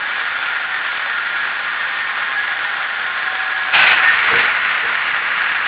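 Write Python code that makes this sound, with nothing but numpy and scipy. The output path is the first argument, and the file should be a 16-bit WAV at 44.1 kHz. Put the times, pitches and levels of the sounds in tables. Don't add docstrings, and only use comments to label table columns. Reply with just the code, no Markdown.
import sys
import numpy as np
from scipy import signal
from scipy.fft import rfft, irfft
from scipy.io import wavfile

SR = 44100
rng = np.random.default_rng(int(sys.argv[2]) if len(sys.argv) > 2 else 0)


def materialize(psi):
    bounded = np.clip(np.atleast_2d(psi).T, -1, 1)
    quanta = np.round(bounded * 32767).astype(np.int16)
    wavfile.write(sys.argv[1], SR, quanta)


N = 250047
TIME = np.arange(N) / SR

# (time [s], level [dB])
NEARER_LEVEL = [(3.98, -14.5), (4.25, -16.5), (4.34, -14), (4.45, -15.5), (4.57, -18), (4.8, -18.5),
                (5.67, -19.5)]
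# (frequency [Hz], level per Hz [dB])
FIRST_SPECTRUM = [(120, -43), (300, -27), (600, -18), (900, -12), (1200, -8), (1450, -3.5), (1800, -4),
                  (2200, -7.5), (2750, -12.5), (3550, -13.5), (3980, -28.5), (4450, -28), (4850, -42),
                  (5400, -66.5)]
# (frequency [Hz], level per Hz [dB])
NEARER_SPECTRUM = [(120, -44.5), (300, -26.5), (600, -16.5), (900, -9), (1200, -4), (1450, -3), (1950, 0.5),
                   (2350, -4), (2750, -6), (3100, -12.5), (3550, -14.5), (3980, -26), (4450, -30),
                   (4850, -44), (5400, -64.5)]
# (frequency [Hz], level per Hz [dB])
RATTLE_SPECTRUM = [(120, -42), (300, -31.5), (550, -19), (780, -10.5), (1150, -11.5), (1480, -4.5),
                   (2000, -6), (2600, -3.5), (3050, -10.5), (3500, -14), (4000, -23), (4450, -27.5),
                   (4850, -43.5), (5400, -60)]
# (frequency [Hz], level [dB], t60 [s])
RATTLE_STEEL_MODES = [(1518, 1, 0.22), (2551, -2, 0.25), (2586, -1, .15), (2650, -1.5, 0.13)]
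# (time [s], strike level [dB])
CARRIER_CLACKS = [(0.43, -14), (0.52, -13), (1.21, -12), (1.355, -14), (1.453, -12), (1.475, -13),
                  (1.652, -12), (2.828, -13), (3.742, -10), (3.84, -1), (3.931, 1), (4.111, -9),
                  (4.168, -8), (4.3385, 2), (4.399, -9), (4.448, -9), (4.973, -12)]
# (frequency [Hz], mean level [dB], t60 [s])
CARRIER_MODES = [(1090, -11, 0.015), (1303, -6, 0.046), (1543, 16.5, 0.023), (1750, -14, 0.036),
                 (2210, -7.5, .012), (2610, -14.5, 0.0065), (3570, -17.5, 0.021)]
# (frequency [Hz], level [dB])
GEAR_PITCHES = [(676, -57), (757.5, -51), (807, -50), (888, -52), (1067, -47), (1196.5, -47), (1409, -39),
                (1433, -37.5), (1458, -39), (1539.5, -39), (1645, -38), (1669, -35), (1799, -42),
                (1824.5, -38), (1848, -38.5), (1954, -43)]
# (time [s], nearest tone [Hz], level at the crest [dB], half length [s])
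GEAR_SWELLS = [(.45, 1409, -28, 0.16), (0.698, 757.5, -42.5, 0.23), (1.25, 1409, -30.5, 0.32),
               (1.401, 1710, -25.5, 0.083), (1.593, 1823, -30.5, 0.95), (1.855, 1196.5, -36.5, .3),
               (2.301, 1067, -38, 0.28), (2.45, 1667, -28.5, 0.17), (2.503, 807, -41, 0.53),
               (3.301, 1067, -36, .4), (3.6, 1669, -28, .35), (3.6, 757.5, -35, 0.44),
               (3.699, 1409, -32, 0.46), (4.05, 1834, -23.5, 0.15), (4.554, 1458, -29, 0.44),
               (5.549, 1637, -31, 0.24)]
# (time [s], level [dB], decay [s])
FRAME_KNOCKS = [(4.324, -23.5, 0.066), (4.845, -32.5, 0.042), (5.21, -43, .06)]
# (frequency [Hz], level [dB], t60 [s])
FRAME_MODES = [(125, -8, .04), (250, -7, .04), (415, -1, .05), (472, 2, .08), (700, -8, .03)]
# (frequency [Hz], level per Hz [dB])
RUMBLE_SPECTRUM = [(12, -43.5), (25, -17.5), (40, -19), (75, -1.5), (125, -0.5), (220, 2), (350, -3),
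                   (600, -19.5), (1500, -59.5)]

SHAFT_HZ, MESH_HZ = 23.9, 154.9
SWING_S, ARRIVE_S = 3.7, 3.98
FIRST_DB, BEHIND_DB = -23, -8
UNEVEN_DB, UNEVEN_PER_S = 0.4, 7
BRIGHT_S, BRIGHT_HALF_S, BRIGHT_DB = 4.42, 0.026, 6.5
RATTLE_S, RATTLE_ATTACK_S, RATTLE_HOLD_S, RATTLE_RELEASE_S = 3.724, 0.014, 0.18, 0.042
RATTLE_DB = -10.5
TINKLE_LOW_HZ, TINKLE_HIGH_HZ, TINKLE_DB_PER_OCTAVE, TINKLE_DB = 2201, 4495, -18.5, -15
RUMBLE_DB, RUMBLE_FOLLOWS, RUMBLE_UNEVEN_DB = -54, 0.73, 0.5
RATTLE_RUMBLE_DB, KNOCK_RUMBLE_DB = -40.5, -19
KNOCK_RISE_S = 0.013


def first_braider():
    sound = clatter(FIRST_SPECTRUM, per_s=240, spread_db=2.5, chatter_s=0.0035,
                    mesh_db=2.0, shaft_db=0.6, wash_db=-2)
    spindles = from_db(-11.5) * pings(per_s=18, ring_s=0.045)
    unevenness = from_db(UNEVEN_DB * drift(UNEVEN_PER_S))
    return first_gain() * unevenness * (sound + spindles)


def nearer_braider(edge_db=0.0, edge_waver_db=1.06):
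    sound = clatter(NEARER_SPECTRUM, per_s=300, spread_db=3.5, chatter_s=0.004,
                    mesh_db=2.5, shaft_db=0.8, wash_db=-3)
    high_pass = signal.butter(2, 2300, "high", fs=SR, output="sos")
    edge = signal.sosfiltfilt(high_pass, sound)
    lift_db = edge_db + edge_waver_db * drift(18) + BRIGHT_DB * bell(BRIGHT_S, BRIGHT_HALF_S)
    spindles = from_db(-7.0) * pings(per_s=24, ring_s=0.08)
    return nearer_gain() * rms_one(sound + (from_db(lift_db) - 1) * edge + spindles)


def rattle(ring_db=-8):
    sound = clatter(RATTLE_SPECTRUM, per_s=460, spread_db=1.0, chatter_s=0.0037,
                    mesh_db=0.5, shaft_db=-2.5, wash_db=-6.5)
    ringing = noise_driven(RATTLE_STEEL_MODES)
    return from_db(RATTLE_DB) * rattle_envelope() * rms_one(sound + from_db(ring_db) * ringing)


def clacks():
    s, strike_db = np.transpose(CARRIER_CLACKS)
    chance_db = rng.normal(0, 4.5, (len(s), len(CARRIER_MODES)))
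    strengths = from_db(np.array(CARRIER_MODES)[:, 1] + chance_db)
    strengths *= (from_db(strike_db) / np.linalg.norm(strengths, axis=1) / np.sqrt(2))[:, None]
    ringing = np.zeros(N)
    for k, (hz, _, t60) in enumerate(CARRIER_MODES):
        force = np.zeros(N)
        force[(s * SR).astype(int)] = strengths[:, k]
        ringing += ring(force, hz, t60)
    band = signal.butter(3, [700, 3600], "band", fs=SR, output="sos")
    return workshop(signal.sosfilt(band, ringing), wet_db=-3.0)


def gears(steady_db=0.36, waver_db=3.37):
    pitches = np.array(GEAR_PITCHES)[:, 0]
    gains = [from_db(db + steady_db) for _, db in GEAR_PITCHES]
    for s, hz, db, half_s in GEAR_SWELLS:
        nearest = np.argmin(np.abs(pitches - hz))
        gains[nearest] = np.maximum(gains[nearest], from_db(db) * bell(s, half_s))
    whine = 0
    for hz, gain in zip(pitches, gains):
        whine = whine + gain * from_db(waver_db * drift(9.9)) * gear_tone(hz)
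    return whine


def gear_tone(hz):
    shaft_sway = 0.35 * np.sin(2 * np.pi * SHAFT_HZ * TIME)
    phase = 2 * np.pi * hz * TIME + shaft_sway + 0.3 * drift(5)
    return np.sqrt(2) * np.sin(phase + 2 * np.pi * rng.random())


def tinkle(per_s=14, ring_s=0.1, count=18):
    out = 0
    for hz in np.geomspace(TINKLE_LOW_HZ, TINKLE_HIGH_HZ, count):
        taps = random_taps(per_s, weakest=0.43)
        fall_db = TINKLE_DB_PER_OCTAVE * np.log2(hz / TINKLE_LOW_HZ)
        out = out + from_db(fall_db) * ring(taps, hz, ring_s)
    return rms_one(out)


def frame():
    jolts = 0
    for s, db, decay_s in FRAME_KNOCKS:
        fall = np.maximum((s - TIME) / KNOCK_RISE_S, (TIME - s) / decay_s)
        jolts = jolts + from_db(db) * np.exp(-fall)
    running = from_db(RUMBLE_DB) * (braiders_gain() / from_db(FIRST_DB)) ** RUMBLE_FOLLOWS
    shaken = from_db(RATTLE_RUMBLE_DB) * rattle_envelope() + from_db(KNOCK_RUMBLE_DB) * jolts
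    level = np.hypot(running, shaken) * from_db(RUMBLE_UNEVEN_DB * drift(12))
    rumble = level * coloured(rng.standard_normal(N), RUMBLE_SPECTRUM)
    return rumble + jolts * noise_driven(FRAME_MODES)


def clatter(spectrum, per_s, spread_db, chatter_s, mesh_db, shaft_db, wash_db, hall_s=0.028):
    turns = np.cumsum(per_s / SR * from_db(3 * drift(200)))
    struck = np.diff(np.floor(turns), prepend=-1) > 0
    energy = struck * from_db(spread_db * np.clip(rng.standard_normal(N), -2, 2)) ** 2
    mesh = np.sin(2 * np.pi * MESH_HZ * TIME)
    shaft = np.sin(2 * np.pi * SHAFT_HZ * TIME)
    load = from_db(mesh_db * mesh + shaft_db * shaft)
    contacts = np.sqrt(dying(energy, chatter_s)) * load * rng.standard_normal(N)
    wash = from_db(wash_db) * np.sqrt(1 + dying(energy, hall_s)) * rng.standard_normal(N)
    return coloured(contacts + wash, spectrum)


def pings(per_s=22, ring_s=0.07, count=16):
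    out = 0
    for hz in np.geomspace(1300, 1950, count):
        taps = random_taps(per_s, weakest=0.28)
        out = out + ring(taps, hz * (1 + 0.012 * rng.standard_normal()), ring_s)
    return rms_one(out)


def random_taps(per_s, weakest):
    return (rng.random(N) < per_s / SR) * rng.uniform(weakest, 1, N) * rng.choice([-1, 1], N)


def noise_driven(modes):
    return rms_one(sum(from_db(db) * ring(rng.standard_normal(N), hz, t60) for hz, db, t60 in modes))


def ring(force, hz, t60):
    r, w = from_db(-60 / (t60 * SR)), 2 * np.pi * hz / SR
    return signal.lfilter([0, np.sin(w)], [1, -2 * r * np.cos(w), r * r], force + 1e-18)


def dying(energy, seconds):
    faded = signal.lfilter([1], [1, -np.exp(-2 / (seconds * SR))], energy + 1e-18)
    return faded / faded.mean()


def coloured(x, spectrum):
    hz, db = np.transpose(spectrum)
    grid = np.maximum(np.arange(N // 2 + 1) * SR / N, 1)
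    level_db = np.interp(np.log(grid), np.log(hz), db)
    cepstrum = irfft(np.log(from_db(level_db)), N)
    response = np.exp(rfft(2 * cepstrum[:N // 2], N))
    return rms_one(irfft(rfft(x) * response, N))


def first_gain():
    return from_db(FIRST_DB + np.interp(TIME, [SWING_S, ARRIVE_S], [0, BEHIND_DB]))


def nearer_gain(fade_in_s=0.08):
    s, db = np.transpose(NEARER_LEVEL)
    return from_db(np.interp(TIME, s, db)) * np.clip(1 + (TIME - ARRIVE_S) / fade_in_s, 0, 1)


def braiders_gain():
    return np.hypot(first_gain(), nearer_gain())


def rattle_envelope():
    age = TIME - RATTLE_S
    release_age = np.maximum(age - RATTLE_ATTACK_S - RATTLE_HOLD_S, 0)
    return np.clip(age / RATTLE_ATTACK_S, 0, 1) * np.exp(-release_age / RATTLE_RELEASE_S)


def bell(s, half_s):
    return np.exp(-0.5 * ((TIME - s) / half_s) ** 2)


def drift(per_s):
    hz = np.arange(N // 2 + 1) * SR / N
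    return rms_one(irfft(rfft(rng.standard_normal(N)) / (1 + (hz / per_s) ** 2), N))


def from_db(db):
    return 10 ** (np.asarray(db) / 20)


def rms_one(x):
    return x / np.sqrt(np.mean(x ** 2) + 1e-20)


def workshop(x, wet_db, t60=0.16):
    t = TIME[:SR]
    tail = rng.standard_normal(SR) * from_db(-60 * t / t60) * (t > 0.004)
    return x + from_db(wet_db) * signal.fftconvolve(x, tail / np.linalg.norm(tail))[:N]


def scene():
    machines = first_braider() + nearer_braider() + rattle() + clacks() + gears() + frame()
    overtones = from_db(TINKLE_DB) * braiders_gain() * tinkle()
    return (machines + overtones)[None]


def record(dry, hiss_db=-87):
    rounded = dry / (1 + (dry / 1.01) ** 4) ** (1 / 4)
    bass_cut = signal.butter(3, 44, "high", fs=SR, output="sos")
    treble_cut = signal.cheby2(16, 70, 5650, fs=SR, output="sos")
    narrow = signal.sosfilt(treble_cut, signal.sosfilt(bass_cut, rounded))
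    clipped = np.clip(narrow, -0.96, 0.96) + from_db(hiss_db) * rng.standard_normal(N)
    return signal.sosfilt(signal.cheby2(12, 60, 17000, fs=SR, output="sos"), clipped)


dry = scene()
out = record(dry)
materialize(out)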